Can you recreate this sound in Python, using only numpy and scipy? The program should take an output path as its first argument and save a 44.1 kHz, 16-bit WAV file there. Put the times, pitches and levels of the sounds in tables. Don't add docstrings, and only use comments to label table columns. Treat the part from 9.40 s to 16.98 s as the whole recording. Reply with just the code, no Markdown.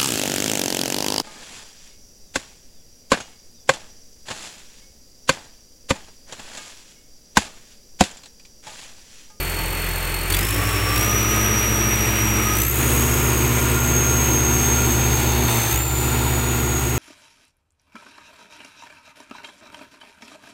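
import sys
import numpy as np
from scipy import signal
from scipy.fft import rfft, irfft
from scipy.io import wavfile
from scipy.ndimage import map_coordinates

SR = 44100
rng = np.random.default_rng(int(sys.argv[2]) if len(sys.argv) > 2 else 0)


def dump_mix(stems):
    frames = np.atleast_2d(stems).T
    limited = np.clip(frames, -1, 1)
    pcm = np.round(limited * 32767).astype(np.int16)
    wavfile.write(sys.argv[1], SR, pcm)


N = 334278
TIME = np.arange(N) / SR

IDLE_HZ, SPEEDS_HZ = 43.38, (43.4, 55, 60.4, 67.9)
FAN_RATIO, PUMP_RATIO, GEAR_RATIO = 1.773, 2.338, 20.65
SPELL_START_S, SPELL_END_S, SPELL_EDGE_S = 6.08, 6.335, 0.026
SAG_S, SAG_HALF_S, SAG_HZ = 6.302, .163, 3.97
TURBO_IDLE_HZ, TURBO_DRAG_HZ = 4330, 140
COAST_HZ, SETTLE_S = 85, .68
AWAY_S, AWAY_DB_PER_S = 6.32, 2.1

# t/s, rise time/s, firing rate gained/Hz
THROTTLE_STEPS = [(1.013, .234, 11.59), (1.582, .3, 5.52), (3.272, .137, 7.41)]
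# t/s, length/s, strength/0-1
FUEL_BURSTS = [(0.895, 0.23, 0.82), (1.56, 0.091, 0.64), (3.16, 0.093, .75), (6.328, 0.076, 0.89)]
# t/s, rise time/s, lasting gain/Hz, overshoot/Hz
TURBO_SPIN_UPS = [(.998, .128, 1133, 0), (1.599, .148, 288, 104), (3.245, .15, 721, 244),
                  (6.372, .06, 12, 837)]
# t/s, half length/s, depth/0-1
LEVEL_DIPS = [(1.084, .05, 0.76), (3.285, 0.089, 0.98), (6.46, 0.16, 1)]
# t/s, turn/0-1, strength of the sweeping reflections/0-1
LISTENER_TURN = [(0, 0, .03), (2.7, .04, .08), (3.4, .2, .2), (4.2, .4, .28), (5, .62, .31),
                 (6.1, .87, .31), (7.58, 1, .2)]

# level/dB at idle, low, part and full throttle,
# then change/dB with fuel, in a dip, in the spell near 6 s and once the listener has turned.
THUMP_LEVELS = (-27.5, -27.5, -27.5, -25, 5, -2, -7, 0.5)
RUMBLE_LEVELS = (-35.5, -31.5, -29, -26.4, 3.5, -6.5, 0.5, -1.5)
CASING_LEVELS = (-36.5, -33, -32, -31, 1, -8, -.5, -1.5)
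CLATTER_LEVELS = (-30, -26, -26.1, -27, 1.4, -5, 1.5, -3)
HISS_LEVELS = (-36, -30.5, -30.5, -26, 10, -2.5, 4.5, -2.5)
WHISTLE_OCTAVE_LEVELS = (-39, -31.5, -33.5, -34.5, 4, 7, -1, -3.5)
WHISTLE_AIR_LEVELS = (-47.5, -40.5, -37, -31.5, 6, -3, .5, -3)
INTAKE_LEVELS = (-43, -42, -38, -24, 2, -6, 0, -13)
FAN_AND_PUMP_LEVELS = (-35, -26.5, -27, -25.5, -1, -4, -1.5, 2)
FAN_OCTAVE_LEVELS = (-44, -50, -32.5, -30.5, 0, -15, -3, -0.5)

# multiple of the firing rate, relative level/dB
EXHAUST_TONES = [(1, 2), (2, -4.5), (3, -15), (3.5, -28), (4, -16.5), (5, -24.5)]
# f/Hz, gain/dB
SILENCER_GAIN = [(40, -3), (86, -1), (105, 2), (135, -3.5), (170, 0.5), (215, -4.5), (260, -29), (305, 4),
                 (360, 6.5)]
# f/Hz, relative level/dB
RUMBLE_COLOUR = [(25, -9), (60, -11.5), (110, 6), (160, -1), (235, -5.5), (290, 2), (350, 4), (440, 2),
                 (540, -9), (750, -12), (2000, -29)]
CASING_COLOUR = [(300, -25), (540, -2), (700, -2.5), (930, 1), (1150, -1), (1350, -3), (1700, -26.5),
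                 (4000, -48)]
CLATTER_COLOUR = [(400, -9.5), (900, -16), (1300, -3), (1600, -0.5), (2000, 1), (2550, 2), (3100, -4),
                  (3700, -8), (4400, -14.5), (5400, -16), (9000, -16.5)]
HISS_COLOUR = [(1200, -9), (3500, -2.5), (5200, -4.5), (6200, 0), (7000, 4), (7600, 5.5), (8400, 7.5),
               (9400, -6.5), (10800, -0.5), (12000, -2.5), (13000, 7.5), (14200, 1), (15700, 2)]
SPIT_COLOUR = [(800, -20), (2200, 1), (3600, -5), (5500, -14), (9000, -5.0)]
INTAKE_COLOUR = [(2000, -20), (5500, -15), (7800, 1), (10300, 6), (12500, -1), (14200, 2), (15500, 2)]
ECHO_PATHS = [(.37, .55), (1, -1), (1.55, .45)]
# t/s, level/dB
WHISTLE_OVER_TIME = [(0, -38.5), (1.3, -38.5), (1.75, -25.8), (2.1, -24.7), (3.1, -27.5), (3.3, -35.5),
                     (3.65, -29), (4.35, -33.5), (4.6, -23.5), (5.35, -23.4), (5.9, -30.5), (7.58, -32.5)]
# f/Hz, gain/dB
DUCT_GAIN = [(8800, 0), (9400, -16), (10900, -10.5), (11600, .5), (12300, 1), (13100, 1.5), (14500, -3)]
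# t/s, level/dB
GEAR_OVER_TIME = [(0, -45), (0.9, -45.5), (1.4, -32.5), (2.1, -34.5), (2.7, -45), (3.15, -33), (3.35, -42),
                  (4.1, -41), (4.6, -33.5), (6.2, -43.5), (6.8, -38), (7.58, -42)]
# multiple of the blade rate, relative level/dB
FAN_OVERTONES = [(3, -9), (4, -21)]
# t/s, level/dB
SPIT_RINGS = [(.939, -20)]
# f/Hz, relative level/dB, fade time/s (to 60 dB quieter)
SPIT_RING_NOTES = [(3120, -13, .07), (3450, 1, 0.071), (3900, -5, 0.057), (4430, -7, 0.059),
                   (5900, -12, .04), (8750, 4, 0.027)]
# multiple of its drive rate, relative level/dB
PUMP_TONES = [(1, -19.5), (2, -14), (6, -18), (8, -29.5), (9, -20)]
# f/Hz, width/Hz, relative level/dB
PANEL_RESONANCES = [(845, 300, 5), (2680, 120, -5), (3630, 250, 0), (4400, 260, -2.5)]
# t/s, level/dB
PANELS_OVER_TIME = [(0, -65), (4.4, -45), (5.3, -34.5), (6.15, -29), (6.45, -34.5), (6.8, -32.5),
                    (7.58, -41)]


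def undb(db):
    return 10 ** (np.asarray(db) / 20)


def unit(x):
    return x / np.sqrt(np.mean(x ** 2))


def curves(table):
    times, *columns = np.transpose(table)
    return [np.interp(TIME, times, column) for column in columns]


def wander(rate_hz):
    spectrum = rfft(rng.standard_normal(N))
    return unit(irfft(spectrum / (1 + (np.arange(len(spectrum)) * SR / N / rate_hz) ** 4), N))


def shaped(x, outline):
    hz, db = np.transpose(outline)
    f = np.maximum(np.arange(N // 2 + 1) * SR / N, 1)
    return irfft(rfft(x) * undb(np.interp(np.log(f), np.log(hz), db)), N)


def noise(pulsing, colour):
    return unit(shaped(rng.standard_normal(N) * pulsing, colour))


def tones(cycles, rows, waver_db, waver_hz):
    out = np.zeros(N)
    for multiple, db in rows:
        gain = np.sqrt(2) * undb(db + waver_db * wander(waver_hz))
        out += gain * np.sin(2 * np.pi * (np.round(multiple) * cycles + rng.random()))
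    return out


def puffs(cycles, sharp, scatter_db):
    size = undb(scatter_db * rng.standard_normal(1024))[cycles.astype(int) % 1024]
    return unit(size * np.exp(-sharp * (1 + np.cos(2 * np.pi * (cycles % 1) ** .62))))


def step(t, rise_s):
    return .5 + .5 * np.tanh(2 * (TIME - t) / rise_s)


def swell(t, half_s):
    return np.exp(-((TIME - t) / half_s) ** 2)


def since(t):
    return np.maximum(TIME - t, 0)


def delayed(x, ms):
    return map_coordinates(x, [np.arange(N) - ms * SR / 1000], order=3)


def controls():
    hz = IDLE_HZ + sum(gain * step(t, rise) for t, rise, gain in THROTTLE_STEPS)
    hz -= SAG_HZ * swell(SAG_S, SAG_HALF_S)
    fuel = sum(strength * step(t, rise_s=0.047) * np.exp(-(since(t) / length) ** 2)
               for t, length, strength in FUEL_BURSTS)
    dip = sum(depth * swell(t, half) for t, half, depth in LEVEL_DIPS)
    spell = step(SPELL_START_S, SPELL_EDGE_S) - step(SPELL_END_S, SPELL_EDGE_S)
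    idle = np.clip((54 - hz) / 9, 0, 1)
    return dict(hz=hz, idle=idle, fuel=fuel, dip=dip, spell=spell, turn=curves(LISTENER_TURN)[0])


def loudness(levels, state):
    idle, low, part, full, fuel, dip, spell, turn = levels
    db = np.interp(state["hz"], SPEEDS_HZ, [idle, low, part, full])
    db += fuel * state["fuel"] + dip * state["dip"] + spell * state["spell"] + turn * state["turn"]
    return undb(db - AWAY_DB_PER_S * since(AWAY_S))


def exhaust_thump(firings, state):
    pulses = tones(firings, EXHAUST_TONES, waver_db=1.0, waver_hz=19)
    return loudness(THUMP_LEVELS, state) * shaped(pulses, SILENCER_GAIN)


def engine_block(firings, state):
    knocks = puffs(firings + 0.49, sharp=0.44, scatter_db=7.0)
    valves = puffs(2 * firings, sharp=1.7, scatter_db=2)
    thuds = puffs(firings + 0.13, sharp=3.1, scatter_db=3)
    rumble = noise(1 + 0.14 * thuds, RUMBLE_COLOUR)
    rattle = ground_echo(noise(1 + 0.12 * knocks, CASING_COLOUR), state["turn"])
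    clatter = undb(.5 * wander(13)) * noise(1 + 0.091 * knocks + 0.061 * valves, CLATTER_COLOUR)
    return (loudness(RUMBLE_LEVELS, state) * rumble
            + loudness(CASING_LEVELS, state) * rattle
            + loudness(CLATTER_LEVELS, state) * clatter)


def ground_echo(x, turn):
    return unit(x - 0.19 * delayed(x, ms=1.07 + 0.79 * turn))


def exhaust_gas(firings, state):
    puff = puffs(firings, sharp=1.5, scatter_db=3.5)
    depth = np.clip(0.16 + .12 * state["idle"] + 0.63 * state["fuel"], 0, 1)
    hiss = undb(0.8 * wander(4.6)) * noise(1 - depth + depth * puff, HISS_COLOUR)
    spit = noise(puff * state["fuel"], SPIT_COLOUR)
    return loudness(HISS_LEVELS, state) * hiss + undb(-40) * spit


def sweeping_echoes(x):
    turn, strength = curves(LISTENER_TURN)
    delay_ms = .1 + 1.3 * turn
    out = x
    for path, gain in ECHO_PATHS:
        lag_ms = path * delay_ms * (1 + .015 * wander(2.5))
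        out = out + gain * strength * (1 + 0.21 * wander(3.1)) * delayed(x, lag_ms)
    return out / np.sqrt(1 + 1.6 * strength ** 2)


def turbo_overspeed():
    coasting = COAST_HZ * np.exp(-TIME / SETTLE_S)
    return coasting + sum(overshoot * step(t, rise) * np.exp(-since(t) / SETTLE_S)
                          for t, rise, _, overshoot in TURBO_SPIN_UPS)


def breathy_tone(angle, breath, width_hz):
    tone = (1 + breath * wander(width_hz)) * np.sin(angle) + breath * wander(width_hz) * np.cos(angle)
    return tone / np.sqrt(.5 + breath ** 2)


def turbo_whistle(firings, state):
    idle = state["idle"]
    whistle_db, = curves(WHISTLE_OVER_TIME)
    settled_hz = TURBO_IDLE_HZ + sum(gain * step(t, rise) for t, rise, gain, _ in TURBO_SPIN_UPS)
    shaft_hz = settled_hz + turbo_overspeed() - TURBO_DRAG_HZ * state["spell"]
    nudge_hz = (6 + 14 * idle) * np.sin(2 * np.pi * firings)
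    nudge_hz += (4 + 5 * idle) * wander(45) + 3 * wander(4)
    angle = 2 * np.pi * np.cumsum(shaft_hz + nudge_hz) / SR
    puff = puffs(firings, sharp=0.83, scatter_db=1.5)
    chop = 0.089 + 0.43 * idle
    flutter = undb(1.2 * wander(20)) * (1 - chop + chop * puff)
    air = wander(300) * np.sin(angle) + wander(260) * np.cos(angle)
    air *= loudness(WHISTLE_AIR_LEVELS, state)
    note = undb(whistle_db) * breathy_tone(angle, breath=0.05, width_hz=83)
    octave = shaped(breathy_tone(2 * angle, breath=.65, width_hz=240), DUCT_GAIN)
    octave *= loudness(WHISTLE_OCTAVE_LEVELS, state) * unit(.25 + puff)
    top_note = undb(-37.5) * idle ** 3 * puff * breathy_tone(3 * angle, breath=0.57, width_hz=120)
    return flutter * (note + air) + octave + top_note


def intake_rush(firings, state):
    rush = np.clip(turbo_overspeed() / 230, 0, 1)
    gulps = 2 + .25 * puffs(firings, sharp=1.3, scatter_db=4)
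    return loudness(INTAKE_LEVELS, state) * rush * noise(gulps, INTAKE_COLOUR)


def gear_whine(firings):
    gear_db, = curves(GEAR_OVER_TIME)
    teeth = GEAR_RATIO * firings + 0.024 * wander(5.3)
    whine = tones(teeth, [(1, 0)], waver_db=2.0, waver_hz=11.5)
    jolts = 1 + 0.31 * np.sin(2 * np.pi * firings) + 0.33 * wander(73)
    return undb(gear_db) * whine * jolts


def fan_drone(firings, state):
    bite = np.clip((state["hz"] - 43) / 13, 0, 1)
    blades = FAN_RATIO * firings + 0.0071 * wander(17)
    drone = tones(blades, [(1, 0)], waver_db=0.5, waver_hz=3.7)
    drone += tones(blades, FAN_OVERTONES, waver_db=-1.2, waver_hz=4.4)
    octave = loudness(FAN_OCTAVE_LEVELS, state) * tones(blades, [(2, 0)], waver_db=2.0, waver_hz=13)
    return loudness(FAN_AND_PUMP_LEVELS, state) * bite * drone + octave


def spit_ring():
    out = np.zeros(N)
    for t, ring_db in SPIT_RINGS:
        age = since(t)
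        for hz, db, fade_s in SPIT_RING_NOTES:
            out += undb(ring_db + db - 60 * age / fade_s) * np.sin(2 * np.pi * hz * age)
    return out


def pump_hum(firings, state):
    pressure = np.clip((state["hz"] - 55) / 12, 0, 1)
    drive = PUMP_RATIO * firings + 0.0048 * wander(4.3)
    hum = tones(drive, PUMP_TONES, waver_db=2.5, waver_hz=2.5)
    return loudness(FAN_AND_PUMP_LEVELS, state) * pressure * hum


def panel_ring(firings):
    ring_db, = curves(PANELS_OVER_TIME)
    f = np.arange(N // 2 + 1) * SR / N
    gain = sum(undb(db) / (1 + 2 * ((f - hz) / width) ** 2) for hz, width, db in PANEL_RESONANCES)
    shake = rng.standard_normal(N) * (2 + .4 * puffs(firings, sharp=1.5, scatter_db=8.0))
    return undb(ring_db) * unit(irfft(rfft(shake) * gain, N))


def scene():
    state = controls()
    firings = np.cumsum(state["hz"] * (1 + 0.00088 * wander(8.3))) / SR
    mix = exhaust_thump(firings, state) + engine_block(firings, state)
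    mix += sweeping_echoes(exhaust_gas(firings, state) + intake_rush(firings, state))
    mix += turbo_whistle(firings, state) + gear_whine(firings) + fan_drone(firings, state)
    mix += spit_ring() + pump_hum(firings, state) + panel_ring(firings)
    return mix[None]


def record(dry):
    return signal.sosfilt(signal.ellip(12, .1, 90, 15750, fs=SR, output="sos"), dry)


dry = scene()
out = record(dry)
dump_mix(out)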